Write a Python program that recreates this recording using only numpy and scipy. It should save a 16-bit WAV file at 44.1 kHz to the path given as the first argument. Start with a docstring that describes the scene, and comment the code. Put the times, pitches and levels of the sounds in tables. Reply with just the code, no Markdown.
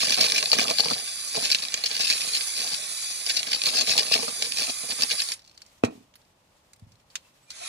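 """A motor whirrs and whines while kernels crack and rattle: a drill spins an ear of corn in a bolted pipe.
The motor is shaped noise with sine tones; torn kernels and pipe are resonators struck by impulses.
The drill stops, the pipe drops into a tub of damped modes, and short noise bursts tick and click.
The motor then starts again with gliding tones; a faint outdoor hush of coloured noise lies beneath."""
import sys
import numpy as np
from scipy import signal
from scipy.fft import rfft, irfft
from scipy.io import wavfile

SR = 44100
rng = np.random.default_rng(int(sys.argv[2]) if len(sys.argv) > 2 else 0)


def dump(signal):
    """Clip the signal to [-1, 1] and save it as 16-bit WAV at the path in sys.argv[1]."""
    limited = np.clip(np.atleast_2d(signal).T, -1, 1)
    pcm = np.round(limited * 32767).astype(np.int16)
    wavfile.write(sys.argv[1], SR, pcm)


N = 338688


def from_db(db):
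    """Decibel law: 20 dB is a tenfold change of amplitude."""
    return 10 ** (np.asarray(db) / 20)


def rms_one(x):
    """Normalisation: unit root-mean-square amplitude."""
    return x / np.sqrt(np.mean(x ** 2) + 1e-20)


def in_time(rows, outside=None):
    """Linear interpolation: the columns of a table become curves over all samples."""
    seconds, *columns = np.transpose(rows)
    t = np.arange(N) / SR
    return [np.interp(t, seconds, column, outside, outside) for column in columns]


def at_hz(points):
    """Log-frequency interpolation: a spectrum table is read on the FFT grid."""
    table_hz, values = np.array(points).T
    grid_hz = np.maximum(np.arange(N // 2 + 1) * SR / N, 1)
    return np.interp(np.log(grid_hz), np.log(table_hz), values)


def colour(x, spectrum):
    """Spectral filtering: each frequency is weighted by a table of dB against Hz."""
    return irfft(rfft(x) * from_db(at_hz(spectrum)), N)


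def drift(rate_hz):
    """Low-passed random process: a slow wander of rms 1."""
    r = np.exp(-2 * np.pi * rate_hz / SR)
    noise = rng.standard_normal(N + SR)
    settled = signal.lfilter([1], [1, -2 * r, r * r], noise)[SR:]
    return rms_one(settled)


def linger(x, seconds):
    """Exponential relaxation: each impulse dies away with this time constant."""
    return signal.lfilter([1], [1, -np.exp(-1 / (seconds * SR))], x)


def resonate(x, hz, width_hz):
    """Damped resonance: a unit click rings at one frequency with height 1."""
    r, w = np.exp(-np.pi * width_hz / SR), 2 * np.pi * hz / SR
    return signal.lfilter([1, -1], [1, -2 * r * np.cos(w), r * r], x + 1e-18) * np.cos(w / 2)


def body(impulses, modes, spread_db):
    """Modal excitation: each click drives each mode unevenly, and the balance wanders with the contact."""
    out = 0
    for k, (hz, width_hz, db) in enumerate(modes):
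        drive_db = db + spread_db * rng.standard_normal(N) + 1.5 * drift(30.)
        out = out + (-1) ** k * resonate(impulses * from_db(drive_db), hz, width_hz)
    return out


# Kernel sizes. Each entry: resonance frequency and width as a ratio to the mode table.
SIZE_RATIOS = (.94, 1., 1.07)


def kernels(impulses, spread_db, modes):
    """Size scaling of resonance: every few ms another size is drawn, ringing higher or lower."""
    size = np.repeat(rng.integers(0, len(SIZE_RATIOS), N // 128 + 1), 128)[:N]
    out = 0
    for k, ratio in enumerate(SIZE_RATIOS):
        scaled_modes = np.multiply(modes, [ratio, ratio, 1])
        out = out + body(impulses * (size == k), scaled_modes, spread_db)
    return out


def grains(per_s, spread_db):
    """Poisson-like impacts: random instants, either sign, exponentially spread dB levels."""
    sizes = from_db(spread_db * np.minimum(rng.exponential(1, N), 3)) * rng.choice([-1, 1], N)
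    return sizes * (rng.random(N) < per_s / SR)


def train(times, levels_db):
    """Impulse train: one-sample clicks at given times."""
    out = np.zeros(N)
    out[np.round(np.array(times) * SR).astype(int)] = from_db(levels_db)
    return out


# Drill speed, sagging when the ear is pressed hard. Each row: time in seconds, nominal whine in Hz.
DRILL_SPEED = [(0, 4810), (.3, 4800), (.38, 4700), (.9, 4710), (1.2, 4690), (1.42, 4730), (1.47, 4600),
               (1.53, 4050), (1.8, 3300), (2.05, 4400), (2.2, 4790), (2.4, 4710), (2.66, 4710), (2.8, 4330),
               (2.93, 4640), (3.1, 4690), (3.25, 4770), (3.3, 4620), (3.43, 4100), (3.53, 3600),
               (3.63, 4420), (3.68, 4650), (3.75, 4760), (4.6, 4755), (5.15, 4800), (5.36, 4150)]
# Motor whirr strength. Each row: time in seconds, relative level in dB.
WHIRR_LEVEL = [(0, -38.5), (.16, -39.5), (1.01, -42), (1.39, -40.5), (1.75, -38.5), (1.99, -40),
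               (2.17, -37.5), (2.53, -38), (3.22, -40), (3.5, -39.5), (3.83, -40.5), (5.34, -40)]
# Brush and fan noise spectrum. Each row: frequency in Hz, relative density in dB per Hz.
MOTOR_SPECTRUM = [(100, -48), (650, -17.5), (1150, -12), (1420, -14.5), (2450, -7), (2800, -14.5),
                  (3500, -5), (4300, -8), (5500, -7), (6500, -5), (7700, -6), (9900, -3.5), (10350, 2),
                  (10750, -4), (11600, -16), (13500, -21), (15500, -23.5)]
# Fainter rotor tones. Each entry: multiple of the turning rate, relative level in dB.
ROTOR_ORDERS = {3: -59.5, 6: -62.5}
# A faint squeak under the fingers, then the tones of the restart. Each row: start in seconds,
# loudest time in seconds, starting pitch in Hz, glide in Hz per s, relative top level in dB,
# slope in dB per s on both sides of the loudest time.
GLIDING_TONES = [(7.24, 7.257, 2680, -500, -68, 249), (7.425, 7.457, 7900, 1201.5, -67, 131.5),
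                 (7.466, 7.488, 2400, 5, -63, 150), (7.576, 7.638, 652, 1005, -50, 192)]
STOP_S, STOP_DB_PER_S = 5.34, 612  # the trigger is let go
# Relative whirr level and its rise before and after the motor catches
RESTART_S, RESTART_DB, CATCH_DB_PER_S, RUN_UP_DB_PER_S = 7.52, -51, 364, 100
RESTART_DULL_HZ = 4030  # the slow motor has little treble yet
HOUSING_HZ, HOUSING_WIDTH_HZ = 4690, 85  # the housing favours the whine near this pitch
WHINE_DB, OCTAVE_DB = -42.5, -43  # relative
OCTAVE_FADE_DB = 10  # lost by the octave once the speed sags by 12 %
LABOUR_DULLS = 2.9  # share of whirr dulled per share of speed lost
SEGMENTS = 12  # whine cycles per rotor turn


def drill():
    """Rotating-machine sound: fluttering brush and fan noise, plus tones locked to the rotor phase."""
    t = np.arange(N) / SR
    hz, = in_time(DRILL_SPEED)
    running_db, = in_time(WHIRR_LEVEL)
    stop_db = -STOP_DB_PER_S * np.maximum(t - STOP_S, 0)
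    since = t - RESTART_S
    restart_db = RESTART_DB + np.where(since < 0, CATCH_DB_PER_S, RUN_UP_DB_PER_S) * since

    flutter = from_db(4.0 + 1.0 * drift(63.0))
    whirr = flutter * rms_one(colour(rng.standard_normal(N), MOTOR_SPECTRUM))
    dull = signal.lfilter(*signal.butter(1, RESTART_DULL_HZ, fs=SR), whirr)
    labour = np.clip(LABOUR_DULLS * (1 - hz / HOUSING_HZ), 0, 1)
    out = from_db(running_db + stop_db) * (whirr + labour * (dull - whirr))
    out += from_db(restart_db) * dull

    whine_cycles = np.cumsum(hz + 2.5 * drift(30.)) / SR
    whine = from_db(WHINE_DB) / np.hypot(1, ((hz - HOUSING_HZ) / HOUSING_WIDTH_HZ) ** 2)
    sag = (HOUSING_HZ - hz) / (.12 * HOUSING_HZ)
    octave = from_db(OCTAVE_DB - OCTAVE_FADE_DB * sag ** 4)
    tones = 0
    for k, gain in enumerate([whine, octave]):
        waver = from_db(stop_db + (1.5 + k) * drift(8.))
        tones += gain * waver * np.sin(2 * np.pi * (k + 1) * whine_cycles)

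    for order, db in ROTOR_ORDERS.items():
        gain = octave / octave.max() * from_db(db + stop_db + 4.1 * drift(14.3))
        out += gain * np.sin(2 * np.pi * order * whine_cycles / SEGMENTS)

    for start, loudest, start_hz, glide, db, slope in GLIDING_TONES:
        on = np.maximum(t - start, 0)
        gain = from_db(db - slope * np.abs(t - loudest) + 4.9 * drift(56.0)) * (on > 0)
        out += gain * np.sin(2 * np.pi * (start_hz + glide * on / 2) * on)
    return out, tones


# Ear resting on the bolts. Each row: time in seconds, relative kernel rattle in dB,
# relative pipe rumble in dB.
RESTING_CONTACT = [(0, -24.5, -43.5), (.45, -35.5, -50), (.93, -34.5, -39), (1.03, -39.5, -61),
                   (1.32, -54, -59), (1.36, -34, -47), (1.6, -49.5, -60.5), (2.05, -28.5, -50.5),
                   (2.5, -56, -71), (2.63, -35, -46.5), (2.96, -50.5, -62.5), (3.55, -43, -54),
                   (4.0, -36.5, -46), (4.25, -37, -48.5), (4.4, -62, -58), (4.9, -48, -57), (5.3, -46, -62),
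                   (5.38, -59, -90), (5.7, -66, -75)]
# Bolts biting into a row of kernels. Each row: middle in seconds, length in seconds over which
# the bite dies away by about 20 dB, relative kernel rattle in dB, relative pipe rumble in dB.
BOLT_BITES = [(0.112, 0.088, -27, -51), (0.219, 0.08, -21, -34), (0.32, 0.022, -34.5, -57),
              (0.374, 0.049, -21.5, -41.5), (0.43, 0.022, -31.5, -39), (0.536, 0.018, -24, -31.5),
              (0.602, 0.082, -26.5, -31), (0.708, 0.058, -29, -36.5), (0.801, 0.012, -22, -36),
              (0.91, 0.11, -33.5, -37), (1.373, 0.066, -28.5, -40.5), (1.449, 0.043, -24.5, -41.5),
              (1.526, 0.064, -26, -62), (1.594, 0.02, -27.5, -56), (1.632, 0.019, -33, -50),
              (1.72, 0.019, -39, -70.5), (1.742, 0.01, -29, -56), (1.775, 0.024, -49, -55.5),
              (1.863, 0.011, -24.5, -51), (2.007, 0.024, -28, -45.5), (2.103, 0.083, -23.5, -44.5),
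              (2.214, 0.015, -25, -53), (2.26, 0.097, -32.5, -47.5), (2.356, 0.039, -27, -43.5),
              (2.414, 0.021, -34.5, -51), (2.59, 0.049, -29.5, -48.5), (2.671, 0.017, -32, -60),
              (2.733, 0.034, -33, -48), (3.3, 0.017, -23, -56), (3.375, 0.046, -26, -46),
              (3.475, 0.022, -29, -45.5), (3.537, 0.052, -28.5, -44), (3.67, 0.045, -22, -37.5),
              (3.769, 0.095, -28.5, -38.5), (3.812, 0.012, -19, -34.5), (3.899, 0.047, -21.5, -38),
              (3.995, 0.045, -24, -35), (4.148, 0.04, -24.5, -41.5), (4.296, 0.024, -32, -37),
              (4.438, 0.05, -28.5, -39.5), (4.523, 0.013, -34.5, -66), (4.605, 0.11, -26, -44),
              (4.695, 0.024, -27.5, -38.5), (4.912, 0.025, -29.5, -35.5), (5.015, 0.064, -30.5, -40),
              (5.124, 0.048, -26.5, -45.5), (5.203, 0.034, -29.5, -53.5), (5.313, 0.024, -33, -46)]
BITE_SHARPNESS = 4.64  # how quickly a bite swells and dies against its length
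BITE_ATTACK = 0.88  # length of the swell as a share of the dying away


def pressure():
    """Addition of powers: resting contact plus a bell-shaped swell for each bite."""
    t = np.arange(N) / SR
    power = from_db(in_time(RESTING_CONTACT, -200)) ** 2
    for middle, length, *db in BOLT_BITES:
        first = max(round((middle - 2 * length) * SR), 0)
        near = slice(first, round((middle + 2 * length) * SR))
        side_length = length * np.where(t[near] < middle, BITE_ATTACK, 1)
        swell = np.exp(-BITE_SHARPNESS * ((t[near] - middle) / side_length) ** 2)
        power[:, near] += from_db(db)[:, None] ** 2 * swell
    return np.sqrt(power)


# Loudest kernels snapping off. Each row: time in seconds, relative strength in dB.
KERNEL_SNAPS = [(0.0543, -16), (0.0844, -16.5), (0.106, -13), (0.1225, -6), (0.1429, -9), (0.176, -14),
                (0.213, -11.5), (0.2256, -25), (0.2411, -10), (0.2653, -15), (0.299, -8.5), (0.3203, -8.5),
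                (0.364, -15.5), (0.381, -4), (0.4268, -9), (0.4577, -14), (0.5166, -11), (0.5305, -7.5),
                (0.549, -12.5), (0.586, -6.5), (0.5942, -8.5), (0.631, -16), (0.681, -12), (0.701, -11.5),
                (0.711, -10.5), (0.784, -10), (0.7907, -14), (0.7976, -12), (0.8453, -17.5), (0.884, -17),
                (0.901, -16), (1.4295, -19.5), (1.4529, -16.5), (1.502, -9), (1.5216, -7.5), (1.547, -5.5),
                (1.6225, -26), (1.6507, -17.5), (1.684, -18), (1.741, -6.5), (1.775, -20), (1.8382, -11),
                (1.858, -16.5), (1.9131, -14), (1.966, -13), (1.994, -15.5), (2.013, -21.5), (2.1002, -6.5),
                (2.1258, -14), (2.3496, -17.5), (2.4086, -17), (3.2641, -12), (3.2723, -17), (3.304, -24),
                (3.313, -25), (3.3694, -11), (3.3952, -22), (3.4304, -15), (3.5175, -12), (3.531, -10),
                (3.5917, -32), (3.6173, -13.5), (3.6371, -13), (3.666, -15.5), (3.6966, -19.5),
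                (3.7695, -13), (3.81, -11.5), (3.8886, -14.5), (3.912, -11.5), (3.9351, -10), (3.966, -15),
                (3.9783, -2.5), (3.9862, -12.5), (3.9934, -7.5), (4.032, -14.5), (4.0665, -15),
                (4.119, -13), (4.1224, -8.5), (4.1362, -11), (4.1392, -8.5), (4.162, -11), (4.2256, -23),
                (4.4228, -9.5), (4.5211, -16), (4.5714, -12), (4.698, -25.5), (4.9052, -15.5),
                (5.009, -15.5), (5.0212, -5.5), (5.028, -17.5), (5.034, -8.5), (5.101, -15), (5.1094, -14),
                (5.1174, -13), (5.1794, -24), (5.2033, -17.5), (5.219, -14.5), (5.2878, -19.5),
                (5.319, -11.5)]
# Cob knocking the pipe wall. Each row: time in seconds, relative strength in dB.
COB_KNOCKS = [(0.029, -25), (0.076, -30.5), (0.185, -47.5), (0.327, -26), (0.421, -35), (0.531, -29),
              (0.566, -23.5), (0.707, -17.5), (0.795, -20.5), (0.857, -21), (0.909, -22), (1.351, -27.5),
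              (1.733, -47.5), (3.655, -41), (3.747, -33), (3.884, -35), (3.954, -24.5), (4.113, -22),
              (4.152, -18.5), (4.189, -24), (4.228, -28), (4.28, -24.5), (4.616, -28.5), (4.688, -50.5),
              (4.833, -32.5), (4.901, -33)]
# Kernel resonances before size scaling. Each row: frequency in Hz, width in Hz, relative level in dB.
KERNEL_MODES = [(1658, 106, -18.5), (2440, 188, -10), (2938, 240, -7), (3490, 935, 1.5), (4570, 520, 3.5),
                (5280, 960, 2), (6690, 910, -3), (8900, 1400, -6.5), (11200, 720, -14)]
# Pipe resonances, also scaled by size in the rumble. Each row: frequency in Hz, width in Hz,
# relative level in dB.
PIPE_MODES = [(153, 98, -4.5), (256.7, 43.3, -6), (465.4, 42, -1.5), (667.5, 39, 1.5), (847, 150, 5.5),
              (1195, 98, 2)]
STRAY_SNAPS_PER_S, STRAY_SNAP_DB = 120, 1.5  # at random; strength against the rattle curve


def shelling():
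    """Impact excitation: torn kernels rattle and splinter, the cob judders and the pipe booms along."""
    rattling, rumbling = pressure()
    snaps = train(*np.transpose(KERNEL_SNAPS))
    stray = np.abs(grains(STRAY_SNAPS_PER_S, spread_db=3.5))
    snaps += from_db(STRAY_SNAP_DB) * rattling * (np.arange(N) < STOP_S * SR) * stray

    # Each snap drags a dense splintering and a longer, sparser tumble behind it
    splinters = linger(snaps, .0009) * rng.standard_normal(N)
    tumble = linger(snaps, .008) * grains(1500.0, spread_db=4.0)
    snaps = snaps + 0.3 * splinters + 0.13 * tumble

    rattle_hits = grains(1500 * from_db(2.5 * drift(40.)), spread_db=5.5)
    rattle = rms_one(kernels(rattle_hits, 4.0, KERNEL_MODES))
    rumble_hits = grains(300 * from_db(2.5 * drift(20.)), spread_db=5.0)
    rumble = rms_one(kernels(rumble_hits, 4.0, PIPE_MODES))

    knocks = train(*np.transpose(COB_KNOCKS))
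    judder = linger(knocks, 0.01) * grains(600.0, spread_db=3.0)
    kernel_ring = kernels(snaps + 1.2 * (knocks + judder), 2.5, KERNEL_MODES)
    pipe_ring = body(knocks + 0.35 * judder + 0.032 * snaps, PIPE_MODES, 2.5)
    return (from_db(-4.0) * rattling * rattle + from_db(-1.0) * rumbling * rumble
            + from_db(-9.0) * kernel_ring + from_db(-12.0) * pipe_ring)


# Outdoor hush. Each row: frequency in Hz, relative density in dB per Hz.
YARD_SPECTRUM = [(18, -37), (30, 4), (194, -12), (449, -17.5), (540, -12.5), (801, -16), (866, -13.5),
                 (1540, -22.5), (2800, -22.5), (8000, -28.5), (16000, -38.5)]


def yard():
    """Diffuse-field coherence: hush alike at both ports only in the bass, its treble faintly rustling."""
    shared, left, right = (colour(rng.standard_normal(N), YARD_SPECTRUM) for _ in range(3))
    low = signal.lfilter(*signal.butter(1, 450, fs=SR), [shared - left, shared - right])
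    hush = low + [left, right]
    treble = signal.lfilter(*signal.butter(1, 2000, "high", fs=SR), hush)
    rustle = from_db(3.4 * drift(7.) + 3.0)
    return from_db(-60.5) * rms_one(hush + treble * (rustle - 1))


# Short clicks: stray ticks, the crack of the landing, handling clicks, the motor's start.
# Each row: time in seconds, relative level in dB, centre in Hz, time in seconds for the main
# burst to fall by 60 dB.
SHORT_CLICKS = [(5.393, -43, 4630, 0.018), (5.419, -46, 4510, 0.012), (5.4427, -47, 4530, 0.012),
                (5.448, -47, 4460, 0.012), (5.462, -49, 4460, 0.012), (5.4766, -43, 4470, 0.02),
                (5.4955, -45, 4200, 0.012), (5.513, -46, 4300, 0.02), (5.5499, -50, 4220, 0.012),
                (5.576, -37.5, 4500, 0.018), (5.6185, -36, 4660, 0.025), (5.663, -44.5, 5570, 0.025),
                (5.78, -57, 5500, 0.05), (5.8365, -22, 2650, 0.02), (5.842, -29, 1499, 0.033),
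                (5.8473, -24, 2340, 0.05), (5.9094, -51, 2760, 0.025), (6.1391, -47, 3040, 0.026),
                (6.1553, -41.5, 9600, 0.037), (6.216, -54, 4000, 0.02), (6.25, -58, 4000, 0.02),
                (6.7327, -40.5, 6900, 0.025), (6.761, -52, 8350, 0.027), (6.796, -51, 7940, 0.025),
                (6.92, -50.5, 4780, 0.024), (6.954, -56, 3780, 0.025), (6.998, -56, 2400, 0.03),
                (7.1015, -49.5, 4070, 0.027), (7.112, -57, 4000, 0.066), (7.1545, -22, 7200, 0.015),
                (7.155, -21, 2900, 0.028), (7.1633, -36, 3510, 0.045), (7.295, -66, 3230, 0.02),
                (7.34, -59.5, 5760, 0.02), (7.504, -28.5, 4660, 0.032), (7.5143, -37, 4540, 0.06)]


def clicks():
    """Transient noise: a sharp burst with a weaker, longer tail, bright around its centre."""
    t = np.arange(SR // 8) / SR
    out = np.zeros(N + len(t))
    wide = signal.butter(3, [1100, 9500], "band", fs=SR, output="sos")
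    for s, db, hz, t60 in SHORT_CLICKS:
        decay = from_db(-60 * t / t60) + .07 * from_db(-60 * t / (5 * t60))
        noise = rng.standard_normal(len(t)) * decay
        burst = signal.sosfilt(wide, noise) + .6 * resonate(noise, hz, .35 * hz)
        loudness = np.sqrt(np.sum(burst ** 2) / (0.1 * t60 * SR))
        out[round(s * SR):][:len(t)] += from_db(db) * burst / loudness
    return 0.46 * out[:N]


# Pipe landing in the tub, bounces and a soft bump. Each row: time in seconds,
# relative strength in dB, contact cut-off in Hz.
TUB_BLOWS = [(5.837, 8.5, 1700), (5.877, -30.5, 498), (5.91, -33, 1200), (5.952, -38, 350),
             (5.976, -37.5, 340), (6.006, -45, 355), (6.82, -30.5, 110), (6.865, -38, 129.4),
             (6.906, -41, 130)]
# Tub modes. Each row: frequency in Hz, relative level in dB, time in seconds to fall by 60 dB.
TUB_MODES = [(114, -8.5, 0.072), (171, -20, 0.043), (258, 6, 0.034), (297, -5.5, 0.039), (420, 5, 0.031),
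             (635, 5, 0.015), (1102, -14, 0.0113), (1880, -3, 0.011), (2560, 11, 0.0152)]
FIRM_HZ = 1200  # contacts softer than this shake the tub's load more


def thuds():
    """Contact-time filtering: softer blows ring the tub duller, and shifting kernels keep it shaking."""
    push = np.zeros(N)
    for s, db, hz in TUB_BLOWS:
        blow = train([s], [db])
        shaking = linger(blow, 0.032) * rng.standard_normal(N)
        force = -blow + 0.014 * np.sqrt(FIRM_HZ / hz) * shaking + 1e-18
        softness = signal.butter(4, hz, fs=SR, output="sos")
        push += signal.sosfilt(softness, force) * SR / (8 * hz)
    push = signal.lfilter(*signal.butter(3, 75, "high", fs=SR), push)
    out = 0
    for hz, db, t60 in TUB_MODES:
        width_hz = np.log(1000) / (np.pi * t60)
        out = out + from_db(db - 36.5) * resonate(push, hz, width_hz)
    return out


# Left port against right, shaded by the phone body. 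Each row: frequency in Hz, level in dB.
LEFT_SHADE = [(100, -1), (400, -1.5), (700, -1.5), (1200, -11), (1600, -6), (2200, -10), (2550, 0.5),
              (3100, -7), (4500, 4), (6500, -1), (8000, -6.5), (9500, -18), (10600, -10), (11500, -22),
              (15000, -17)]
# Left sound that came by other paths. Each row: frequency in Hz, share of power from 0 to 1.
SCATTERED_SHARE = [(100, .03), (400, .15), (700, .3), (1200, .75), (2500, .6), (4700, .6), (7500, .95),
                   (10400, .95), (12000, .98)]
LEFT_LAG = 22  # samples


def two_ports(x, steady):
    """Delay, shadow and scattering: the left hears x late by wavering paths; the steady part comes straight."""
    late = np.concatenate([np.zeros(LEFT_LAG), x[:-LEFT_LAG]])
    path_t = np.arange(SR // 20) / SR
    paths = rng.standard_normal((10, len(path_t))) * from_db(-60 * path_t / 0.028)
    paths /= np.sqrt(np.sum(paths ** 2))
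    # Each path wanders in strength at random, so the left port's balance keeps shifting
    scattered = sum(rfft(late * drift(7.)) * rfft(path, N) for path in paths)
    share = np.clip(at_hz(SCATTERED_SHARE), 0, 1)
    left = np.sqrt(1 - share) * rfft(late) + np.sqrt(share) * scattered
    left = left + rfft(np.roll(steady, LEFT_LAG))
    return np.array([irfft(left * from_db(at_hz(LEFT_SHADE)), N), x + steady])


def scene():
    """Superposition: all sources add at both ports."""
    whirr, whine = drill()
    near = whirr + shelling() + clicks() + thuds()
    return from_db(4.5) * two_ports(near, whine) + yard()


MIC_LOW_HZ, TOP_HZ = 89, 16600  # bass corner; stop-band edge of the treble cut
OVERLOAD = .9  # ceiling of the rounded peaks


def record(dry):
    """Band-limiting and saturation: small microphones lose deep bass, round peaks and cut the top."""
    thin = signal.sosfilt(signal.butter(2, MIC_LOW_HZ, "high", fs=SR, output="sos"), dry)
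    rounded = OVERLOAD * np.tanh(thin / OVERLOAD)
    return signal.sosfilt(signal.cheby2(12, 70, TOP_HZ, fs=SR, output="sos"), rounded)


dry = scene()
out = record(dry)
dump(out)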